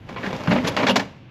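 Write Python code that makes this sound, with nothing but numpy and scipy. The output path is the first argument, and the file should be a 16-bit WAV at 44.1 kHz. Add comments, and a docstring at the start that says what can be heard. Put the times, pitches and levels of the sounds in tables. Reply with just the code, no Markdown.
"""On a quiet lawn, a heavy pack is dragged along the inside of a canoe and lifted clear.
Its fabric rubs over the thin hull, its weight thumps the floor, straps scrape and squeak,
buckles knock against the side and taut nylon swishes. The hull rings with the contacts and
rumbles as it shifts on the grass. Once the pack is in the air, only a faint rustle is left
over a soft bed of outdoor air."""
import sys
import numpy as np
from scipy import signal
from scipy.fft import rfft, irfft, next_fast_len
from scipy.io import wavfile
from scipy.ndimage import uniform_filter1d, minimum_filter1d

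SR = 44100
rng = np.random.default_rng(int(sys.argv[2]) if len(sys.argv) > 2 else 0)


def bounce(signal):
    """Save signal as a 16-bit WAV file at the path given by the first command-line argument."""
    frames = np.transpose(np.atleast_2d(signal))
    limited = np.clip(frames, -1, 1)
    pcm = np.round(limited * 32767).astype(np.int16)
    wavfile.write(sys.argv[1], SR, pcm)


N = 57330
TIME = np.arange(N) / SR

# swell of the pack rubbing on the hull: (time [s], level [dB])
DRAG_ENVELOPE = [(0, -61), (.075, -49), (.095, -37.5), (.155, -42), (.22, -35), (.27, -30), (.31, -32.5),
                 (.46, -34), (.53, -23.5), (.62, -33.5), (.67, -26), (.755, -33.5), (.79, -26.5),
                 (.85, -26.5), (.945, -34.5), (1.0, -25), (1.07, -47), (1.17, -59.5), (1.3, -90)]
# warm body of the rub: (frequency [Hz], relative level [dB])
DRAG_EQ = [(40, -40), (100, -4), (200, 6), (340, 0.5), (600, 0), (1300, -7), (2500, -10.5), (4000, -18),
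           (7000, -25), (12000, -35)]
# the load bumping the floor, pitched by where it presses: (time [s], level [dB], pitch [Hz])
THUMP_HITS = [(0.049, -35.5, 124), (.101, -36.5, 191), (0.274, -32, 228), (0.333, -26, 176),
              (.479, -10.5, 161), (.497, -12.5, 194.7), (.515, -8.5, 205), (0.539, -16, 254.7),
              (.556, -21.5, 251), (.581, -20.5, 255.4), (.603, -20, 246), (0.642, -18, 164),
              (.690, -27.5, 256), (0.833, -18.5, 264), (0.889, -16, 224), (.913, -20, 194),
              (.969, -20.5, 270.6), (1.008, -26.5, 263)]
# floor, damped by the load: (multiple of the pitch, relative level [dB], t60 [s])
LOADED_FLOOR_MODES = [(.68, -11.5, 0.1), (1, 1.5, 0.13), (1.3, -12.5, 0.07)]
# straps scraping over the side: (time [s], attack [s], time to release [s], level [dB],
# bass [dB], treble [dB], squeak pitch [Hz], squeak gain [dB])
STRAP_STROKES = [(0.16, 0.0026, .024, -33.5, -6, -27, 1030, 3.5),
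                 (0.231, 0.0012, 0.013, -38.5, 6, -7, 1710, 19.5),
                 (0.255, 0.01, 0.01, -36.5, 1, 8.5, 1760, 20),
                 (0.473, 0.0015, 0.0016, -30, -7, 2, 1296, 21.5),
                 (0.509, 0.0017, 0.012, -18.5, -9, -14, 1900, -4.5),
                 (0.555, 0.0031, 0.01, -25.5, 11, -27, 2520, -11),
                 (.579, 0.0047, 0.0038, -24, -2, -20, 1990, -15),
                 (0.645, .001, 0.0092, -26, 6.5, 0, 1405, -1.5),
                 (0.667, 0.011, 0.017, -22, 4, 8.5, 2030, -8), (0.784, 0.0043, .03, -26.5, -5, -9, 770, 1),
                 (0.827, 0.0027, 0.017, -29, 10.5, -2, 780, 0),
                 (0.865, 0.0036, 0.025, -16, -18.5, -0.5, 3280, 5),
                 (0.89, 0.007, 0.018, -18, 4, 0, 2680, 12), (.957, 0.0013, 0.011, -20, 0, 12.5, 650, 6),
                 (0.992, 0.0046, 0.013, -33, 4, 11, 1700, 12)]
# midrange rasp of the straps: (frequency [Hz], relative level [dB])
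STRAP_EQ = [(50, -46), (200, 1), (340, 1), (550, 5.5), (900, -0.5), (1400, -2), (2200, -2), (3400, -7),
            (4500, -9), (7000, -18), (12000, -35.5)]
# buckles and frame striking the hull: (time [s], level [dB], bass [dB], treble [dB])
KNOCK_HITS = [(0.09, -32.5, -6, -3), (.234, -39, -8, -8), (0.329, -24, 2.5, -2), (.364, -40, -30, 15),
              (0.436, -33, -23, 7), (0.5248, -18.5, 7, -22), (0.7661, -14.5, -33, 1),
              (.773, -14, -1.5, -23), (0.963, -28, 5, -8)]
# hollow tone of the knocks: (frequency [Hz], relative level [dB])
KNOCK_EQ = [(50, -5), (200, 6), (400, 2.5), (750, 9.5), (1400, -0.5), (2500, -2), (4500, -8), (7000, -16),
            (12000, -29)]
# free sides of the hull: (frequency [Hz], relative level [dB], t60 [s])
SIDE_MODES = [(98, -8, .3), (194, 2, .28), (246, 4, .33), (278, 0, .28), (403, -4, .22), (438, -4, .25),
              (524, 1, .22), (607, -5, .16), (846, 0, .12), (932, -4, .10), (1030, -4, .08),
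              (2271, -2, .08), (2810, -3, .06), (3358, -5, .08)]
# taut nylon sliding: (peak time [s], half length [s], level [dB])
NYLON_SWELLS = [(0.5, 0.0061, -50), (0.685, 0.0087, -37), (0.907, 0.01, -38.5), (0.974, 0.0044, -53),
                (0.994, 0.0059, -60)]
# sheen of the nylon: (frequency [Hz], relative level [dB])
NYLON_EQ = [(1000, -30), (3000, -6), (6500, -13), (9000, 4), (11500, 9), (14000, -25)]
# the whole canoe shifting under the load: (time [s], level [dB])
RUMBLE_ENVELOPE = [(0, -44.5), (.25, -45.5), (.5, -43), (.72, -40), (.92, -74), (1.05, -45.5), (1.3, -61)]
# low weight of that shifting: (frequency [Hz], relative level [dB])
RUMBLE_EQ = [(25, -19), (45, -3), (70, 1), (130, 5), (250, -24.5), (800, -44.5)]
# outdoor bed: (frequency [Hz], relative level [dB])
AIR_EQ = [(25, -24), (60, -15.5), (115, 1.5), (180, -7), (350, -16.5), (800, -23), (1600, -28.5),
          (2600, -25), (4500, -39), (12000, -63)]


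def drag():
    """The pack's fabric bottom rubs along the hull in uneven swells."""
    return coloured(friction(judder_db=1.64) * envelope(DRAG_ENVELOPE), DRAG_EQ)


def friction(judder_db, judder_hz=104, catches_per_s=4500, spread_db=0.93, hiss_gain=0.66):
    """The weave catches in tiny grains over a smooth hiss, juddering as it sticks and slips."""
    sizes = from_db(spread_db * np.minimum(rng.exponential(1, N), 3)) * rng.choice([-1, 1], N)
    catches = rms_one(sizes * (rng.random(N) < catches_per_s / SR))
    judder = rms_one(butter(rng.standard_normal(N), judder_hz, "low"))
    hiss = hiss_gain * rng.standard_normal(N)
    return rms_one((catches + hiss) * from_db(judder_db * judder))


def floor_thumps(contact_s=0.0026):
    """Soft pushes from the pack's weight set the loaded floor booming briefly."""
    boom = 0
    for start, db, hz in THUMP_HITS:
        push = np.sin(np.pi * np.clip((TIME - start) / contact_s, 0, 1))
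        force = from_db(db) * push / push.sum() + 1e-18
        for multiple, mode_db, t60 in LOADED_FLOOR_MODES:
            radius = np.exp(-np.log(1000) / (t60 * SR))
            angle = 2 * np.pi * hz * multiple / SR
            ring = signal.lfilter([0, np.sin(angle)], [1, -2 * radius * np.cos(angle), radius ** 2], force)
            boom += from_db(mode_db) * ring
    return butter(boom, hz=129, kind="high")  # the thin shell radiates little deep bass


def strap_scrapes(release_s=0.0088):
    """Each strap bites quickly, slides with a rough squeak of its own pitch and lets go."""
    straps, grain = 0, friction(judder_db=1.27)
    for start, attack, length, db, bass_db, treble_db, squeak_hz, squeak_db in STRAP_STROKES:
        age = TIME - start
        bite = np.clip(age / attack, 0, 1)
        release = np.exp(-np.maximum(age - length, 0) / release_s)
        rub = from_db(db) * grain * bite * release
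        squeak = from_db(squeak_db) * resonance(rub, squeak_hz, width_hz=238)
        straps += shelves(rub, bass_db, treble_db) + squeak
    return coloured(straps, STRAP_EQ)


def buckle_knocks(rattle_db=-10.5):
    """Buckles and frame hit the hull, each with a hard crack and a short rattle."""
    knocks, grain = 0, rng.choice([-1., 1.], N)
    for start, db, bass_db, treble_db in KNOCK_HITS:
        crack = dying(start, decay_s=0.003)
        rattle = from_db(rattle_db) * dying(start, decay_s=0.03)
        knocks += shelves(from_db(db) * grain * (crack + rattle), bass_db, treble_db)
    return coloured(knocks, KNOCK_EQ)


def hull_ring(force, gain_db=0.5):
    """The thin sides ring with whatever touches them."""
    return sum(from_db(gain_db + db) * resonance(force, hz, width_hz=np.log(1000) / (np.pi * t60))
               for hz, db, t60 in SIDE_MODES)


def nylon_swishes():
    """Taut nylon slides in brief, bright swells of hiss."""
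    swell = sum(from_db(db) * np.exp(-.5 * ((TIME - peak) / half) ** 2)
                for peak, half, db in NYLON_SWELLS)
    return coloured(swell * rng.standard_normal(N), NYLON_EQ)


def hull_rumble():
    """The hull rumbles as it shifts on the grass."""
    return envelope(RUMBLE_ENVELOPE) * coloured(rng.standard_normal(N), RUMBLE_EQ)


def garden_echo(x, send_db=-24.5, predelay_s=0.017, t60_s=0.48):
    """Lawn and hedge scatter back a weak tail with a softened top."""
    tail = rng.standard_normal(N) * dying(predelay_s, t60_s / np.log(1000))
    scatter = butter(tail, hz=8400, kind="low")
    return from_db(send_db) * signal.fftconvolve(x, scatter / np.linalg.norm(scatter))[:N]


def outdoor_air(level_db=-45):
    """A steady, low hush lies under the action."""
    return from_db(level_db) * coloured(rng.standard_normal(N), AIR_EQ)


def widen(mid, above_hz=10700, side_db=-12.5):
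    """The highest hiss reaches each ear differently; all else is centred."""
    top = butter(butter(mid, above_hz, "high", order=8), above_hz, "high", order=8)
    top_level = np.sqrt(np.maximum(uniform_filter1d(top ** 2, size=128), 0))
    hiss = butter(rng.standard_normal(N), above_hz, "high", order=12)
    hiss = butter(hiss, hz=12600, kind="low", order=8)
    side = from_db(side_db) * top_level * rms_one(hiss)
    return np.array([mid + side, mid - side])


def from_db(db):
    """Decibels to gain."""
    return 10 ** (np.asarray(db) / 20)


def rms_one(x):
    """Scale to unit level."""
    return x / np.sqrt(np.mean(x ** 2) + 1e-20)


def envelope(points):
    """A fader ride through (time [s], level [dB]) points."""
    return from_db(np.interp(TIME, *np.transpose(points)))


def dying(start, decay_s):
    """Instant attack, exponential decay."""
    return (TIME >= start) * np.exp(-np.maximum(TIME - start, 0) / decay_s)


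def butter(x, hz, kind, order=2):
    """Plain low- or high-pass."""
    return signal.sosfilt(signal.butter(order, hz, kind, fs=SR, output="sos"), x + 1e-18)


def coloured(x, eq):
    """Apply an EQ curve, scaled so that white noise keeps its level."""
    size = next_fast_len(2 * N) // 2 * 2
    hz, db = np.transpose(eq)
    bin_hz = np.arange(size // 2 + 1) * SR / size
    gain = rms_one(from_db(np.interp(np.log(bin_hz + 1), np.log(hz), db)))
    # minimum phase: nothing rings ahead of an attack
    cepstrum = irfft(np.log(gain))
    cepstrum[1:size // 2] *= 2
    cepstrum[size // 2 + 1:] = 0
    return irfft(rfft(x, size) * np.exp(rfft(cepstrum)))[:N]


def shelves(x, bass_db, treble_db, bass_hz=600, treble_hz=4200):
    """Bass and treble shelves for one contact."""
    x = x + (from_db(bass_db) - 1) * butter(x, bass_hz, "low", order=1)
    low, high = (butter(butter(x, treble_hz, kind), treble_hz, kind) for kind in ("low", "high"))
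    return low + from_db(treble_db) * high


def resonance(x, hz, width_hz):
    """A resonant peak at unity gain."""
    radius, angle = np.exp(-np.pi * width_hz / SR), 2 * np.pi * hz / SR
    feedback = [1, -2 * radius * np.cos(angle), radius ** 2]
    return (1 - radius ** 2) / 2 * signal.lfilter([1, 0, -1], feedback, x + 1e-18)


def scene():
    """Pack and canoe straight ahead, over the outdoor bed."""
    contact = drag() + strap_scrapes() + buckle_knocks()
    boom = floor_thumps()
    ring = hull_ring(contact + from_db(4) * boom)  # thumps drive the sides harder
    canoe = contact + boom + ring + hull_rumble() + nylon_swishes()
    return widen(canoe + garden_echo(canoe) + outdoor_air())


def record(dry, dip_hz=8950, dip_width_hz=5300, ceiling=.56, hold_s=.003, cutoff_hz=12600):
    """The microphone dips in the high treble, a fast limiter holds the peaks, the top is cut."""
    dipped = signal.lfilter(*signal.iirnotch(dip_hz, dip_hz / dip_width_hz, fs=SR), dry)
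    hold = int(hold_s * SR)
    needed_gain = ceiling / np.maximum(np.abs(dipped).max(axis=0), ceiling)
    smooth_gain = uniform_filter1d(minimum_filter1d(needed_gain, hold), hold)
    return butter(dipped * smooth_gain, cutoff_hz, "low", order=14)


dry = scene()
out = record(dry)
bounce(out)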